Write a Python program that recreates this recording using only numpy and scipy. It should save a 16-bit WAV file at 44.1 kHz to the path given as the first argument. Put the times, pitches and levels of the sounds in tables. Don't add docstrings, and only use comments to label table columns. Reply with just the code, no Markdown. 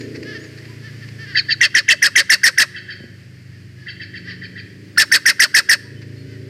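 import sys
import numpy as np
from scipy import signal
from scipy.fft import rfft, irfft, next_fast_len
from scipy.io import wavfile
from scipy.ndimage import map_coordinates

SR = 44100
rng = np.random.default_rng(int(sys.argv[2]) if len(sys.argv) > 2 else 0)


def bounce(signal):
    frames = np.transpose(np.atleast_2d(signal))
    limited = np.clip(frames, -1, 1)
    pcm = np.round(limited * 32767).astype(np.int16)
    wavfile.write(sys.argv[1], SR, pcm)


N = 286209


def amp(db):
    return 10 ** (np.asarray(db) / 20)


def unit(x):
    return x / np.sqrt(np.mean(x ** 2) + 1e-20)


def along(points, hz):
    f, v = np.transpose(points)
    return np.interp(np.log(hz + 1), np.log(f + 1), v)


def curve(rows, t):
    return np.interp(t, *np.transpose(rows))


def wobble(rate, n):
    return map_coordinates(rng.standard_normal(int(n * rate / SR) + 4), [np.arange(n) * rate / SR])


def swell(t, at_s, width_s):
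    return np.exp(-((t - at_s) / width_s) ** 2)


def filtered(x, response):
    size = next_fast_len(len(x) + 4096)
    return irfft(rfft(x, size) * response(np.fft.rfftfreq(size, 1 / SR)), size)[:len(x)]


def colour(x, spectrum):
    return filtered(x, lambda f: amp(along(spectrum, f)))


def resonate(x, modes):
    peak = lambda f, hz, width: (1j * f * width / (hz * hz - f * f + 1j * f * width)) ** 2
    return unit(filtered(x, lambda f: sum(amp(db) * peak(f, hz, width) for hz, width, db in modes)))


def noise(spectrum, n):
    return unit(colour(rng.standard_normal(n), spectrum))


def cycle(hz):
    return 2 * np.pi * np.cumsum(hz) / SR


def buzz(hz, count):
    return unit(np.cos(np.arange(1, count + 1)[:, None] * cycle(hz)).sum(0))


def saturate(x, top, hardness):
    return x / (1 + np.abs(x / top) ** hardness) ** (1 / hardness)


def add(track, start, x):
    i = round(start * SR)
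    x = x[max(-i, 0):len(track) - i]
    track[max(i, 0):][:len(x)] += x


def forest():
    spectrum = [(500, -10.5), (950, -15), (1300, -10), (1850, 2.5), (2400, -4), (3000, -7.5), (3700, -13.5),
                (4700, -5), (6000, -15), (9000, -18), (14500, -12.5)]
    loudness = [(0, -46), (1.3, -46), (3.4, -53), (6.49, -50.5)]
    return amp(curve(loudness, np.arange(N) / SR) + 0.49 * wobble(18, N)) * noise(spectrum, N)


def engine():
    speed = [(0, 29.31), (1.2, 27.9), (2.2, 26.87), (3.1, 25.3), (3.8, 25.15), (4.9, 26.28), (6.49, 27.3)]
    harmonics = [(1, -47), (2, -35), (3, -5), (4, 6.5), (5, 5), (6, -39), (7, -23), (8, -15), (9, -13),
                 (10, -12.5), (11, -14.5), (12, -12), (13, -18), (14, -10.5), (15, -15), (16, -18.5),
                 (17, -17.5), (18, -25), (19, -43), (20, -23), (21, -29), (22, -14.5)]
    rumble = [(25, -46), (60, -31), (80, -3), (105, 2), (150, 0.5), (200, -6.5), (300, -11), (450, -22.5),
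              (650, -26), (1000, -67), (2000, -45)]
    # time in seconds, level in dB.
    exhaust_level = [(0, -38.5), (1.3, -36.5), (2, -46), (3.8, -40.5), (4.7, -43), (5.72, -46),
                     (5.9, -36.5), (6.49, -35)]
    upper_level = [(0, -32), (.25, -33), (.5, -43), (2, -49), (3.9, -56), (4.2, -47.5), (5.5, -44.5),
                   (6.49, -40.5)]
    t = np.arange(N) / SR
    phase = cycle(curve(speed, t)) + 0.043 * wobble(7.9, N)
    tones = []
    for multiple, db in harmonics:
        fade_db = min(multiple / 3, 4) * wobble(2.965, N)
        tones.append(amp(db + fade_db) * np.sin(multiple * phase + rng.uniform(0, 2 * np.pi)))
    exhaust, drone, upper = (unit(group.sum(0)) for group in np.split(np.array(tones), [5, 7]))
    roar = resonate(rng.standard_normal(N), [(306, 410, 0)])
    upper = filtered(upper + .45 * roar, lambda f: 1 / (1 + (f / 540) ** 8))
    drone_db = -51.5 + 9 * swell(t, at_s=4.38, width_s=0.3)
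    return (amp(curve(exhaust_level, t)) * exhaust + amp(drone_db) * drone
            + amp(curve(upper_level, t)) * upper + amp(-46) * noise(rumble, N))


def twigs():
    rustles = [(0, 0.027, -39), (0.143, 0.037, -37), (0.225, 0.015, -36.5), (0.434, 0.023, -41.5),
               (0.57, 0.025, -40.5), (0.644, 0.019, -43), (1.078, 0.0074, -49), (1.083, 0.012, -40),
               (6.009, 0.031, -43.5)]
    spectrum = [(600, -10), (1200, -11), (1900, 11), (2600, 0.5), (3500, -10.5), (4700, 3.5), (7000, -17),
                (14500, -25)]
    out = np.zeros(N)
    for start, length, db in rustles:
        n = int(length * SR)
        scrape = unit(noise(spectrum, n) * amp(2.25 * wobble(426, n)))
        add(out, start, amp(db) * np.hanning(n) ** .5 * scrape)
    return out


def hops():
    knocks = [(3.004, -29), (3.038, -27)]
    # pitch in Hz, relative level in dB, seconds to fade by 60 dB.
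    branch = [(224, 1, 0.046), (370, 0.5, 0.028), (485, -1, 0.019)]
    out = np.zeros(N)
    t = np.arange(SR // 10) / SR
    attack = 1 - np.exp(-t / 0.0016)
    for start, db in knocks:
        ring = sum(amp(level - 60 * t / fade_s) * np.sin(2 * np.pi * (hz * t + rng.random()))
                   for hz, level, fade_s in branch)
        add(out, start, amp(db) * attack * ring)
    return out


def nasal_notes():
    notes = [(0.018, 0.055, 458, -44.5), (0.239, .13, 427.3, -35.5), (.34, 0.045, 464, -33),
             (0.816, 0.097, 446.3, -40.5), (1.012, 0.043, 455, -40), (1.175, 0.1, 450, -37),
             (1.255, 0.1, 404, -36), (3.506, 0.093, 454, -52.5), (3.75, 0.17, 431, -50),
             (4.239, .12, 404.7, -37.5), (6.241, 0.15, 508, -50.5)]
    # frequency in Hz, width in Hz, relative level in dB.
    throat = [(1790, 340, 17), (2900, 1100, 3), (4540, 1100, 3)]
    out = np.zeros(N)
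    for start, length, hz, db in notes:
        u = np.linspace(-1, 1, int(length * SR))
        pitch = hz * (1 - .13 * u ** 2 - .05 * u + .016 * wobble(200, len(u)))
        voice = buzz(pitch, count=14) + .4 * rng.standard_normal(len(u))
        add(out, start, amp(db) * (1 - u ** 2) * resonate(voice, throat))
    return out


def whistles():
    # start and length in seconds, top pitch in Hz, level in dB, arch depth as a share of pitch.
    notes = [(-.05, 0.11, 6970, -50, 0.1), (0.266, .09, 6200, -60, .1), (0.377, .11, 6820, -52, .13),
             (0.678, 0.061, 1010, -53, .1), (5.838, 0.054, 981, -56, 0.092),
             (5.955, 0.061, 3057, -50, 0.024), (6.155, 0.085, 4330, -52.5, 0.027)]
    out = np.zeros(N)
    for start, length, hz, db, arch in notes:
        u = np.linspace(-1, 1, int(length * SR))
        pitch = hz * (1 - arch * u ** 2 + 0.003 * wobble(400, len(u)))
        add(out, start, amp(db) * (1 - u ** 2) * np.sin(cycle(pitch)))
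    return out


def envelope(t, peak_db, peak_s, attack_s, hold_s, sag_db, release_s):
    age = t - peak_s
    ramps = np.maximum(-age, 0) / attack_s + np.maximum(age - hold_s, 0) / release_s
    return amp(peak_db - sag_db * np.clip(age / hold_s, 0, 1) - 40 * ramps)


def bend(t, jump, rejump, top_s, climb_s):
    settle = lambda at_s, life_s: (t >= at_s) * np.exp(-np.abs(t - at_s) / life_s)
    lead_pitch, sag_per_s = .88, 1.286
    climb = lead_pitch + (1 + jump - lead_pitch) * np.exp(-np.abs(t - top_s) / climb_s)
    held = 1 + jump * settle(top_s, 0.002987) + rejump * settle(.038, 0.01017) - sag_per_s * t
    drop = 14.73 * np.maximum(t - .046, 0)
    return np.where(t < top_s, climb, np.maximum(held - drop, .5))


def jay(calls, envelopes, pitch_bend, jitter, rough, pure, beak_db, chest_db, overtone_db, hum_db):
    # seconds into an unstretched call, pitch in Hz.
    rasp_pitch = [(0, 689.1), (.022, 652), (.04, 630), (.065, 562)]
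    squeal_pitch = [(0, 4533), (.018, 4748), (.04, 4563), (.05, 4350), (.06, 3904)]
    # frequency in Hz, width in Hz, relative level in dB.
    chest_modes = [(1763, 607, 3.5), (2504, 180, -1)]
    throat_modes = [(3086, 424, 13), (2678, 197, 16.5)]
    beak_modes = [(4520, 530, 3), (5127, 310, 2.5), (3996, 175, 0), (6260, 960, -13)]
    out = np.zeros(N)
    t = np.arange(-SR // 40, SR // 11) / SR
    n = len(t)
    cluck = amp(-30.5) * swell(t, at_s=-0.0153, width_s=0.0013)
    lead = cluck + amp(-4.5) * swell(t, at_s=-0.0014, width_s=0.003)
    chaos = np.clip(t / 0.022, .35, 1)
    overtones = amp(overtone_db + 2 * (t < 0))
    for start, hz, stretch, effort_db, throat_db in calls:
        age = t / stretch
        whistle_gain, throat_gain, beak_gain = (envelope(age, *row) for row in envelopes)
        waver = 1 + .028 * wobble(130, n) + jitter * chaos * wobble(699.7, n)
        phase = cycle(hz * bend(age, **pitch_bend) * waver)
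        tone = np.sqrt(2) * (np.sin(phase) + overtones * (np.sin(2 * phase) + np.sin(3 * phase)))
        rasp_hz = curve(rasp_pitch, age) * (1 + .025 * rng.standard_normal() + 0.0255 * wobble(300.5, n))
        rasp = np.sqrt(1 - rough) * buzz(rasp_hz, count=20) + np.sqrt(rough) * rng.standard_normal(n)
        shake = amp(2.8 * chaos * wobble(650, n))
        low = tone * shake + amp(chest_db) * chaos * resonate(rasp, chest_modes)
        beak_phase = cycle(curve(squeal_pitch, age) * (1 + 0.0173 * wobble(909.5, n)))
        beak = np.sqrt(1 - pure) * resonate(rasp, beak_modes) + np.sqrt(2 * pure) * np.sin(beak_phase)
        throat = np.sqrt(1 - pure) * resonate(rasp, throat_modes)
        throat += np.sqrt(2 * pure) * np.sin(beak_phase * 2 / 3)
        squeal = amp(1.5) * swell(age, at_s=0.042, width_s=0.004) * np.sin(beak_phase)
        hiss = amp(-18) * rasp
        high = amp(beak_db) * (beak + squeal + hiss)
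        hum = amp(hum_db) * swell(t, at_s=0.055, width_s=.0099) * np.sin(cycle(rasp_hz))
        middle = (throat_gain + amp(-11) * lead) * throat + hum
        call = amp(effort_db) * ((lead + whistle_gain) * low + beak_gain * high) + amp(throat_db) * middle
        add(out, start + t[0], call)
    return out


def light_calls(calls, beak_db):
    # peak in dB, then peak time, attack and
    # hold in seconds, sag in dB, release in seconds (all times before stretching).
    envelopes = [(4.5, 0.0041, 0.0097, 0.045, 10.2, 0.061), (4.5, 0.02, 0.015, 0.015, 1.2, 0.028),
                 (0, 0.023, 0.048, 0.026, 0.4, 0.029)]
    spectrum = [(300, -36), (1000, -37.5), (1500, -1), (4900, -0.5), (5600, -13.5), (6600, -6), (9000, -19),
                (14000, -18)]
    pitch_bend = dict(jump=0.1383, rejump=0.395, top_s=0.00582, climb_s=0.00483)
    voice = jay(calls, envelopes, pitch_bend, jitter=0.062, rough=.3, pure=0.48,
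                beak_db=beak_db, chest_db=-3.5, overtone_db=-25.0, hum_db=-30)
    return colour(voice, spectrum)


def harsh_calls(calls):
    envelopes = [(6, 0.0022, 0.0017, 0.046, 9, .028), (3, .019, 0.026, 0.019, 2.5, 0.015),
                 (0, 0.022, 0.027, 0.022, -0.5, .026)]
    path = [(25, -23), (60, -20), (300, -5.5), (600, -13), (950, -15.5), (1400, -9.5), (1900, -4.5),
            (3000, 0), (5300, 0), (8000, -0.5), (14000, 8.5)]
    pitch_bend = dict(jump=0.1611, rejump=0.153, top_s=0.001916, climb_s=0.000563)
    voice = jay(calls, envelopes, pitch_bend, jitter=0.0523, rough=0.73, pure=0.038,
                beak_db=-7.5, chest_db=-4.0, overtone_db=-30.5, hum_db=-9.0)
    voice = colour(saturate(voice, top=0.75, hardness=8.4), path)
    t = np.arange(N) / SR
    accent_db = 2 * sum(swell(t, at_s=start + 0.0055, width_s=0.0029) for start, *_ in calls)
    flutter_db = .8 * wobble(900, N)
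    voice *= amp(accent_db + flutter_db)
    trunk_db, trunk_delay_s = -20, 0.016
    return filtered(voice, lambda f: 1 + amp(trunk_db) * np.exp(-2j * np.pi * f * trunk_delay_s))


def echo(x):
    fade_times = [(300, 0.66), (2000, 0.81), (5000, 0.53), (12000, 0.4)]
    hz, t, bands = signal.stft(rng.standard_normal(SR), SR, nperseg=256)
    tail = signal.istft(bands * amp(-60 * t / along(fade_times, hz)[:, None]), SR, nperseg=256)[1]
    delayed_tail = np.pad(tail / np.linalg.norm(tail), (SR // 100, 0))
    return signal.fftconvolve(x, delayed_tail)[:N]


def scene():
    # start in seconds,
    # base pitch in Hz, stretch (1 is normal length), effort in dB, throat rasp in dB.
    shouts = [(1.6113, 1853, 1.06, -7, -13), (1.7485, 1817, 1.0, -6, -14.5),
              (1.8862, 1880, .95, -6.5, -6.5), (2.0249, 1806, 0.99, -1.5, -12),
              (2.1591, 1851, 1.02, -1, -6.5), (2.2998, 1821, 0.95, 0.5, -13.5),
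              (2.438, 1841, 0.95, 3.5, -9), (2.5811, 1807, 0.99, 1.5, -9.5), (4.9795, 1787, 0.94, 4.5, -10),
              (5.1205, 1764, 0.94, 3, -14), (5.261, 1789, 0.92, 4, -11.5), (5.4002, 1804, 0.94, 5, -9.5),
              (5.547, 1803, 0.96, 4, -12), (5.694, 1810, 0.93, 3.5, -12.5)]
    openers = [(1.3524, 1810, 0.99, -19, -23.5), (1.4896, 1834, 0.896, -20.5, -26.5)]
    answers = [(2.7442, 1773, 1, -34, -39.5), (2.8854, 1757, 1.0, -34, -42),
               (3.866, 1777, 0.94, -35, -40.5), (4.001, 1825, 0.82, -35, -41),
               (4.138, 1838, .92, -36.5, -45), (4.276, 1865, 0.94, -36.5, -46.5),
               (4.418, 1818, 0.94, -36.5, -47), (4.559, 1857, 1, -37.5, -47)]
    near = harsh_calls(shouts)
    opening = light_calls(openers, beak_db=3.0)
    far = light_calls(answers, beak_db=-6)
    small = nasal_notes() + whistles() + twigs() + hops()
    echoes = echo(amp(-26.5) * near + amp(-23) * opening + amp(-6.5) * far + amp(-10.0) * small)
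    return (near + opening + far + small + echoes + engine() + forest())[None]


def record(dry):
    microphone = [(25, -5), (80, 0), (1800, 1.5), (4000, 2), (5400, 2), (7300, 0), (9000, -1.5),
                  (11200, -9), (13200, -10.5), (14400, -11.5), (15200, -43)]
    reaction_s, top_hz = 0.075, 15757
    x = dry[0]
    memory = np.exp(-1 / (reaction_s * SR))
    power = np.abs(signal.lfilter([1 - memory], [1, -memory], x ** 2))
    ducked = x * (1 + power / 0.018) ** -.22
    smear = lambda f: (3000 - 1j * f) / (3000 + 1j * f)
    coloured = filtered(ducked, lambda f: amp(along(microphone, f)) * smear(f))
    rounded = saturate(coloured, top=0.96, hardness=10)
    return filtered(rounded, lambda f: f < top_hz)[None]


dry = scene()
out = record(dry)
bounce(out)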